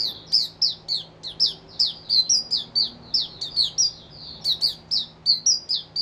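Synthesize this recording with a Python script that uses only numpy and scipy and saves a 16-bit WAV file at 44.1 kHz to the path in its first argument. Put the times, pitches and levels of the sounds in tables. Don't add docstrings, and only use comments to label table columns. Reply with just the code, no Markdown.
import sys
import numpy as np
from scipy import signal
from scipy.fft import rfft, irfft, next_fast_len
from scipy.io import wavfile
from scipy.ndimage import uniform_filter1d

SR = 44100
rng = np.random.default_rng(int(sys.argv[2]) if len(sys.argv) > 2 else 0)


def to_wav(sig):
    pcm = np.clip(np.atleast_2d(sig), -1, 1) * 32767
    pcm = np.round(pcm).astype(np.int16)
    wavfile.write(sys.argv[1], SR, pcm.T)


def ratio_of_db(decibels):
    return 10 ** (np.asarray(decibels, float) / 20)


N = 265041
TIME = np.arange(N) / SR
PADDED = next_fast_len(N + SR // 10)


def singer():
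    # (time [s], length [s], crest pitch [Hz], last pitch [Hz], level [dB])
    syllables = dict( slide=[(0.613, 0.12, 5354, 3463, -18), (1.791, 0.13, 5180, 3100, -18),
                 (3.135, 0.128, 5313, 3173, -18)], swoop=[(1.395, 0.132, 5337, 3096, -18.5),
                 (4.908, 0.13, 5274, 3558, -20)], arch=[(0.317, 0.15, 5050, 3723, -18),
                 (4.608, 0.13, 4647, 3274, -19)], hook=[(2.505, 0.129, 5020, 3330, -20.5),
                 (5.688, 0.125, 5050, 3260, -20.5)], held=[(2.752, 0.133, 4622, 3216, -19.5),
                 (5.957, 0.12, 4680, 3140, -22)], droop=[(-0.03, 0.146, 4790, 3488, -23.5),
                 (0.882, 0.14, 4491, 3150, -23.5), (3.562, 0.128, 4412, 3140, -18.5)],
                 short=[(1.231, 0.0945, 4260, 3177, -33), (4.442, 0.091, 4623, 3760, -22)],
                 shelf=[(3.41, 0.08, 4660, 3545, -25.5)], high_step=[(2.29, 0.1, 5693, 4858, -18.5),
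                 (3.777, 0.092, 5707, 4784, -18.5), (5.457, 0.096, 5730, 4865, -18.5)],
                 low_step=[(2.09, 0.12, 4617, 4100, -22.5)], murmur=[(5.256, 0.129, 4650, 4100, -16.5)])
    contours = dict( slide=dict(open_s=0.006, opening=0.87, crest_s=0.012, shoulder_at=0.25, shoulder=0.8, knee_at=0.6, knee=0.33),
                swoop=dict(open_s=0.0064, opening=0.8, crest_s=0.013, shoulder_at=0.34, shoulder=0.8, knee_at=0.52, knee=0.3),
                arch=dict(open_s=0.014, opening=0.91, crest_s=0.037, shoulder_at=0.4, shoulder=0.85, knee_at=0.6, knee=0.48),
                hook=dict(open_s=0.0061, opening=0.94, crest_s=0.024, shoulder_at=0.25, shoulder=0.93, knee_at=0.58, knee=0.2),
                held=dict(open_s=0.0054, opening=0.98, crest_s=0.045, shoulder_at=0.45, shoulder=0.87, knee_at=0.7, knee=0.44),
                droop=dict(open_s=0.0073, opening=1, crest_s=0.018, shoulder_at=0.4, shoulder=0.82, knee_at=0.7, knee=0.32),
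                short=dict(open_s=0.013, opening=0.9, crest_s=0.017, shoulder_at=0.25, shoulder=1, knee_at=0.65, knee=0.3),
                shelf=dict(open_s=0.0087, opening=0.85, crest_s=0.013, shoulder_at=0.13, shoulder=0.99, knee_at=0.4, knee=0.24),
                high_step=dict(open_s=0.007, opening=0.92, crest_s=0.014, shoulder_at=0.4, shoulder=0.9, knee_at=0.63, knee=0.07),
                low_step=dict(open_s=0.0094, opening=0.97, crest_s=0.016, shoulder_at=0.55, shoulder=0.4, knee_at=0.65, knee=0.02),
                murmur=dict(open_s=0.007, opening=0.94, crest_s=0.017, shoulder_at=0.37, shoulder=0.55, knee_at=0.63, knee=0.03))
    voices = dict( slide=dict(depth_hz=115, warble_hz=124.2, peak_s=0.011, swell_db=12.5, fade_db=13, flick_hz=450, snap_db=-74.5),
              swoop=dict(depth_hz=137, warble_hz=110.2, peak_s=0.03, swell_db=5, fade_db=11.5, flick_hz=350, snap_db=-66),
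              arch=dict(depth_hz=135, warble_hz=118.2, peak_s=0.036, swell_db=6.5, fade_db=15.5, flick_hz=349, snap_db=-46),
              hook=dict(depth_hz=156, warble_hz=115.6, peak_s=0.023, swell_db=11.5, fade_db=10.5, flick_hz=250, snap_db=-53.5),
              held=dict(depth_hz=125, warble_hz=110.5, peak_s=0.058, swell_db=4.5, fade_db=14, flick_hz=300, snap_db=-66),
              droop=dict(depth_hz=114, warble_hz=111.64, peak_s=0.036, swell_db=6, fade_db=7, flick_hz=400, snap_db=-53.5),
              short=dict(depth_hz=65, warble_hz=112.1, peak_s=0.027, swell_db=3, fade_db=-3.5, flick_hz=500, snap_db=-47),
              shelf=dict(depth_hz=45, warble_hz=135, peak_s=0.0067, swell_db=7, fade_db=4, flick_hz=500, snap_db=-47.5),
              high_step=dict(depth_hz=90, warble_hz=128.83, peak_s=0.011, swell_db=6, fade_db=1.5, flick_hz=150, snap_db=-76),
              low_step=dict(depth_hz=140, warble_hz=112, peak_s=0.022, swell_db=9, fade_db=-7, flick_hz=150, snap_db=-69),
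              murmur=dict(depth_hz=124, warble_hz=119, peak_s=0.05, swell_db=11, fade_db=19, flick_hz=60, snap_db=-58))
    # (time [s], level of the top multiples [dB])
    beak_turns = [(0.35, 7.5), (0.62, -6.5), (1.25, -7), (1.4, 0), (1.85, -8.5), (2.1, 4), (2.3, 6),
                  (2.8, -11), (3.15, -3), (3.42, 0.5), (3.57, 2.5), (3.78, -6.5), (4.45, 15.5),
                  (4.61, 13.5), (4.92, -9.5), (5.46, -2.5), (5.7, -13)]
    # (time [s], length [s], centre [Hz], width [Hz], level [dB])
    rustles = [
        (0.65, 0.087, 18000, 4000, -76.5),
        (2.88, 0.04, 12000, 7000, -79),
        (4.875, 0.05, 5940, 2160, -62),
        (2.1, 0.0087, 7000, 2500, -76.5),
    ]
    out = np.zeros(N)
    for name, rows in syllables.items():
        for s, *note in rows:
            facing_db = np.interp(s, *np.transpose(beak_turns))
            add(out, s, chirp(*note, facing_db, **contours[name], **voices[name]))
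    for s, length, hz, width_hz, db in rustles:
        size = int(length * SR)
        envelope = ratio_of_db(db + 5 * walk(300, size=size)) * np.hanning(size)
        add(out, s, envelope * noise_band(hz, width_hz, size=size))
    return out


def chirp(length, crest_hz, last_hz, level_db, facing_db, warble_hz, snap_db, **shape):
    # (level [dB], share of the facing followed)
    overtones = [(-61, 0.2), (-57.5, 0.29), (-63, 0.67), (-66, 0.96)]
    # (multiple of the syrinx rate, level against their group [dB])
    upper_partials = [(5, -13), (6, -1.5), (7, -5.5), (8, -8)]
    swing, throb = 1.9, 0.38
    stumble_hz = 25
    bead_db, patchy_db = 1.2, 5.5
    age = np.arange(0, length, 1 / SR)
    size = len(age)
    curves = melody(age, crest_hz, last_hz, level_db, **shape)
    hz, db, depth_hz = (uniform_filter1d(curve, size=36) for curve in curves)
    first_db, third_db, fourth_db, upper_db = (base_db + share * facing_db for base_db, share in overtones)

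    warble = np.sin(2 * np.pi * warble_hz * age + 0.4 * walk(40, size=size))
    warble = warble * ratio_of_db(1.8 * walk(70, size=size))
    stumble = stumble_hz * depth_hz / 100 * walk(45, size=size)
    syrinx_hz = (hz + swing * depth_hz * warble + stumble) / 2
    phase = 2 * np.pi * np.cumsum(syrinx_hz) / SR
    whistle_level = ratio_of_db(db + bead_db * walk(110, size=size)) * (1 + throb * depth_hz / 100 * warble)
    out = whistle_level * np.sin(2 * phase)

    snap = ratio_of_db(snap_db) * np.exp(-((age - 0.006) / 0.0042) ** 2)
    flash = np.sin(3 * phase) + np.sin(4 * phase) + 0.1 * np.sin(5 * phase)
    out += snap * (flash + 1.2 * noise_band(4600, 2900, size=size))

    beak_db = upper_db - 14 * np.clip(1 - age / (0.63 * age[-1]), 0, 1)
    effort = ratio_of_db(0.05 * (db + 12))
    partials = [(1, first_db), (3, third_db), (4, fourth_db)]
    partials += [(k, beak_db + offset_db) for k, offset_db in upper_partials]
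    for k, partial_db in partials:
        patchy = ratio_of_db(partial_db + patchy_db * min(k / 4, 1) * walk(34, size=size))
        patchy = patchy * np.clip((15400 - k * syrinx_hz) / 500, 0, 1)
        out += effort * patchy * np.sin(k * phase)
    out += effort * ratio_of_db(beak_db - 14) * noise_band(12000, 7000, size=size)
    edge_fade = np.clip(np.minimum(age, age[-1] - age) / 0.002, 0, 1)
    return np.sqrt(2) * out * edge_fade


def melody(age, crest_hz, last_hz, level_db, open_s, opening, crest_s, shoulder_at, shoulder,
           knee_at, knee, depth_hz, peak_s, swell_db, fade_db, flick_hz):
    closed_hz, open_db, ease_s = 2732, 24.5, 0.0038
    close_s, close_db = 0.007, 10.5
    throat_hz, throat_db_per_khz = 4100, 8.5
    calm, calm_curve = 0.88, 2.4
    length = age[-1]
    opened = np.clip(age / open_s, 0, 1)
    climbed = np.clip(age / crest_s, 0, 1)
    shut = np.clip(1 - (length - age) / close_s, 0, 1)
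    bends_s = np.sort([crest_s, shoulder_at * length, knee_at * length, length - close_s])
    height = np.interp(age, bends_s, [1, shoulder, knee, 0])
    height = uniform_filter1d(height, int(ease_s * SR) + 1, mode="nearest")

    hz = last_hz + (crest_hz - last_hz) * height
    hz = hz - crest_hz * (1 - opening) * (1 - climbed) - flick_hz * shut

    db = level_db - swell_db * np.clip(1 - age / peak_s, 0, 1)
    db = db - fade_db * np.clip((age - peak_s) / (length - peak_s), 0, 1)
    db = db - throat_db_per_khz * np.clip(throat_hz - hz, 0, None) / 1000
    db = db - open_db * (1 - opened) - close_db * shut

    depth = depth_hz * np.clip((age - open_s) / max(peak_s - open_s, 0.002), 0, 1)
    depth = depth * (1 - calm * np.clip(1 - height, 0, 1) ** calm_curve) * (1 - shut)
    return closed_hz + (hz - closed_hz) * np.sin(np.pi / 2 * opened), db, depth


def other_birds():
    # (time [s], length [s], first pitch [Hz], last pitch [Hz], level [dB])
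    answers = [(0.115, 0.03, 4400, 3270, -36), (0.261, 0.0388, 5568, 4210, -40.5),
               (1.674, 0.067, 5370, 3440, -44), (1.923, 0.055, 4805, 4730, -42),
               (2.026, 0.071, 4205, 3370, -45), (2.203, 0.067, 3740, 2820, -52.5),
               (3.01, 0.114, 4520, 3450, -48), (3.268, 0.12, 4420, 3560, -44),
               (3.496, 0.078, 4780, 4620, -36), (3.765, 0.099, 4320, 3400, -45.5),
               (3.91, 0.12, 4460, 3184, -47), (4.093, 0.186, 5050, 3344, -44.5),
               (4.193, 0.11, 4780, 4136, -40), (4.299, 0.0504, 4304, 3380, -45),
               (4.405, 0.039, 5446, 5100, -41.5), (4.653, 0.047, 5870, 5700, -64.5)]
    out = np.zeros(N)
    for s, length, first_hz, last_hz, db in answers:
        part = np.arange(0, 1, 1 / (length * SR))
        hz = last_hz + (first_hz - last_hz) * (1 - part) ** 0.99
        hz = hz + 170 * np.sin(2 * np.pi * 115 * part * length)
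        phase = np.pi * np.cumsum(hz) / SR
        tone = np.sin(2 * phase) + ratio_of_db(-38.5) * np.sin(3 * phase)
        envelope = np.clip(np.minimum(part / 0.033, (1 - part) / 0.14), 0, 1)
        add(out, s, np.sqrt(2) * ratio_of_db(db) * envelope * tone)
    return out


def engine():
    # (time [s], firing rate [Hz], nearness [dB])
    revs = [
        (0, 53.96, -8.5),
        (2.1, 57.17, -1.5),
        (3.051, 60.14, 2.5),
        (3.6, 67.55, -2),
        (4.801, 76.27, -1),
        (5.6, 81.06, 0),
        (6.01, 83.3, -4),
    ]
    # (centre [Hz], width [Hz], level [dB])
    booms = [(71, 13, -59.5), (141.6, 22, -54), (234.3, 20, -56)]
    s, firing_hz, near_db = np.transpose(revs)
    hz = np.interp(TIME, s, firing_hz) * (1 + 0.0066 * walk(3.8))
    phase = 2 * np.pi * np.cumsum(hz) / SR
    out = np.zeros(N)
    for k in range(1, 5):
        boom = sum(ratio_of_db(db) / (1 + ((k * hz - centre) / width_hz * 2) ** 2) for centre, width_hz, db in booms)
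        waver = ratio_of_db(np.interp(TIME, s, near_db) + 3.5 * walk(8.1))
        out += np.sqrt(2) * boom * waver * np.sin(k * phase)
    return out


def drones():
    # (time [s], length [s], pitch [Hz], level [dB])
    passing_tones = [
        (0.107, 0.19, 108.5, -56),
        (1.353, 0.53, 391, -54.5),
        (2.045, 0.33, 289.5, -58.5),
        (2.11, 0.15, 390, -55),
        (3.25, 0.27, 393, -59),
        (4.302, 0.32, 386, -61),
        (2.976, 0.26, 64, -52),
        (3.484, 0.31, 65, -52.5),
        (4.252, 0.203, 69, -58.5),
    ]
    out = np.zeros(N)
    for s, length, hz, db in passing_tones:
        size = int(length * SR)
        tone = np.sin(2 * np.pi * hz * np.cumsum(1 + 0.011 * walk(6.4, size=size)) / SR)
        envelope = ratio_of_db(db + 2.6 * walk(14, size=size)) * np.sqrt(np.hanning(size))
        add(out, s, np.sqrt(2) * envelope * tone)
    return out


def fan():
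    # (pitch [Hz], level [dB])
    motor_lines = [(160.76, -54), (104.4, -62), (290, -68.5), (364, -62), (539, -65.5), (824.2, -71.5)]
    out = np.zeros(N)
    for k, (hz, db) in enumerate(motor_lines):
        waver_db = 0.5 if k == 0 else 1.5
        tone = np.sin(2 * np.pi * hz * np.cumsum(1 + 0.00282 * walk(3)) / SR)
        out += np.sqrt(2) * ratio_of_db(db + waver_db * walk(4)) * tone
    return out


def street():
    # (frequency [Hz], density [dB per Hz])
    rumble_colour = [(15, -41), (28, -4), (42, -7.5), (60, -3), (240, -6), (455, -8.5), (836, -9.5),
                     (1470, -19.5), (3170, -26), (4200, -26), (5600, -35), (6700, -37), (8700, -50),
                     (10000, -57), (15000, -76.5)]
    hz = np.arange(PADDED // 2 + 1) * SR / PADDED + 1
    colour_hz, colour_db = np.transpose(rumble_colour)
    coloured = rfft(rng.standard_normal(PADDED)) * ratio_of_db(np.interp(np.log(hz), np.log(colour_hz), colour_db))
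    traffic_db = traffic()
    swell_db = traffic_db - traffic_db.mean()
    out = np.zeros(N)
    for centre in 20 * 2.0 ** np.arange(11):
        octave = np.clip(1 - np.abs(np.log2(hz / centre)), 0, 1)
        band = irfft(coloured * octave, PADDED)[:N]
        out += band * ratio_of_db((swell_db + 0.8 * walk(3)) * np.clip(1400 / centre, 0, 1))
    return unit(out) * ratio_of_db(traffic_db.mean() + 3.0)


def traffic():
    # (time closest [s], approach [s], swell [dB])
    vehicles = [
        (0.08, 0.24, 5.5),
        (1.432, 0.17, 3.5),
        (2.25, 0.5, -1),
        (3.75, 3.5, 4.5),
        (4.62, 0.7, 5),
        (5.0, 0.3, -0.5),
    ]
    quiet_db, fade_s = -55, 0.2
    out = np.full(N, float(quiet_db))
    for s, approach, db in vehicles:
        nearing = 1 + (TIME - s) / approach
        leaving = np.exp(np.minimum(s - TIME, 0) / fade_s)
        out += db * np.clip(np.minimum(nearing, leaving), 0, 1)
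    return out


def echoes(x, taps, dull_hz=1e6):
    hz = np.arange(PADDED // 2 + 1) * SR / PADDED
    copies = sum(share * np.exp(-2j * np.pi * hz * s) for s, share in taps)
    copies = copies / np.sqrt(1 + (hz / dull_hz) ** 6)
    return irfft(rfft(x, PADDED) * (1 + copies), PADDED)[:N]


def tail(x, t60, onset_s):
    t = TIME[:SR]
    decay = np.exp(-np.log(1000) * t / t60) * (1 - np.exp(-t / onset_s))
    response = rng.standard_normal(SR) * decay
    return signal.fftconvolve(x, response / np.sqrt(np.sum(response ** 2)))[:N]


def noise_band(hz, width_hz, size):
    edges = np.clip([hz - width_hz / 2, hz + width_hz / 2], 100, 20000)
    band = signal.butter(4, edges, "bandpass", fs=SR, output="sos")
    return unit(signal.sosfilt(band, rng.standard_normal(size)))


def walk(rate, size=N):
    k = int(SR / rate)
    held = np.repeat(rng.standard_normal(size // k + 1), k)
    return 1.477 * uniform_filter1d(uniform_filter1d(held, k), k)[:size]


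def unit(x):
    return x / np.sqrt(np.mean(x ** 2))


def add(out, s, sound):
    start = int(s * SR)
    sound, start = sound[max(-start, 0):], max(start, 0)
    out[start:start + len(sound)] += sound[:len(out) - start]


def scene():
    # (delay [s], share of the direct sound)
    wall_taps = [(.0028, 0.054), (.0044, 0.087), (.0085, 0.053)]
    echo_s = 785.5 / SR
    near, far = singer(), other_birds()
    dull = signal.sosfilt(signal.butter(2, 9500, fs=SR, output="sos"), near)
    room = ratio_of_db(-8.5) * tail(dull, t60=0.19, onset_s=0.0011)
    room = room + ratio_of_db(-18.5) * tail(dull, t60=0.35, onset_s=0.031)
    birds = echoes(near, wall_taps, dull_hz=9000) + room + tail(far, t60=0.45, onset_s=0.009)
    floor = echoes(street(), [(echo_s, 0.21)]) + fan() + engine() + drones()
    return (echoes(birds, [(echo_s, 0.4265)], dull_hz=10500) + floor)[None]


def low_pass(x):
    return signal.sosfilt(signal.butter(12, 15800, fs=SR, output="sos"), x)


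def record(dry):
    return low_pass(dry)


dry = scene()
out = record(dry)
to_wav(out)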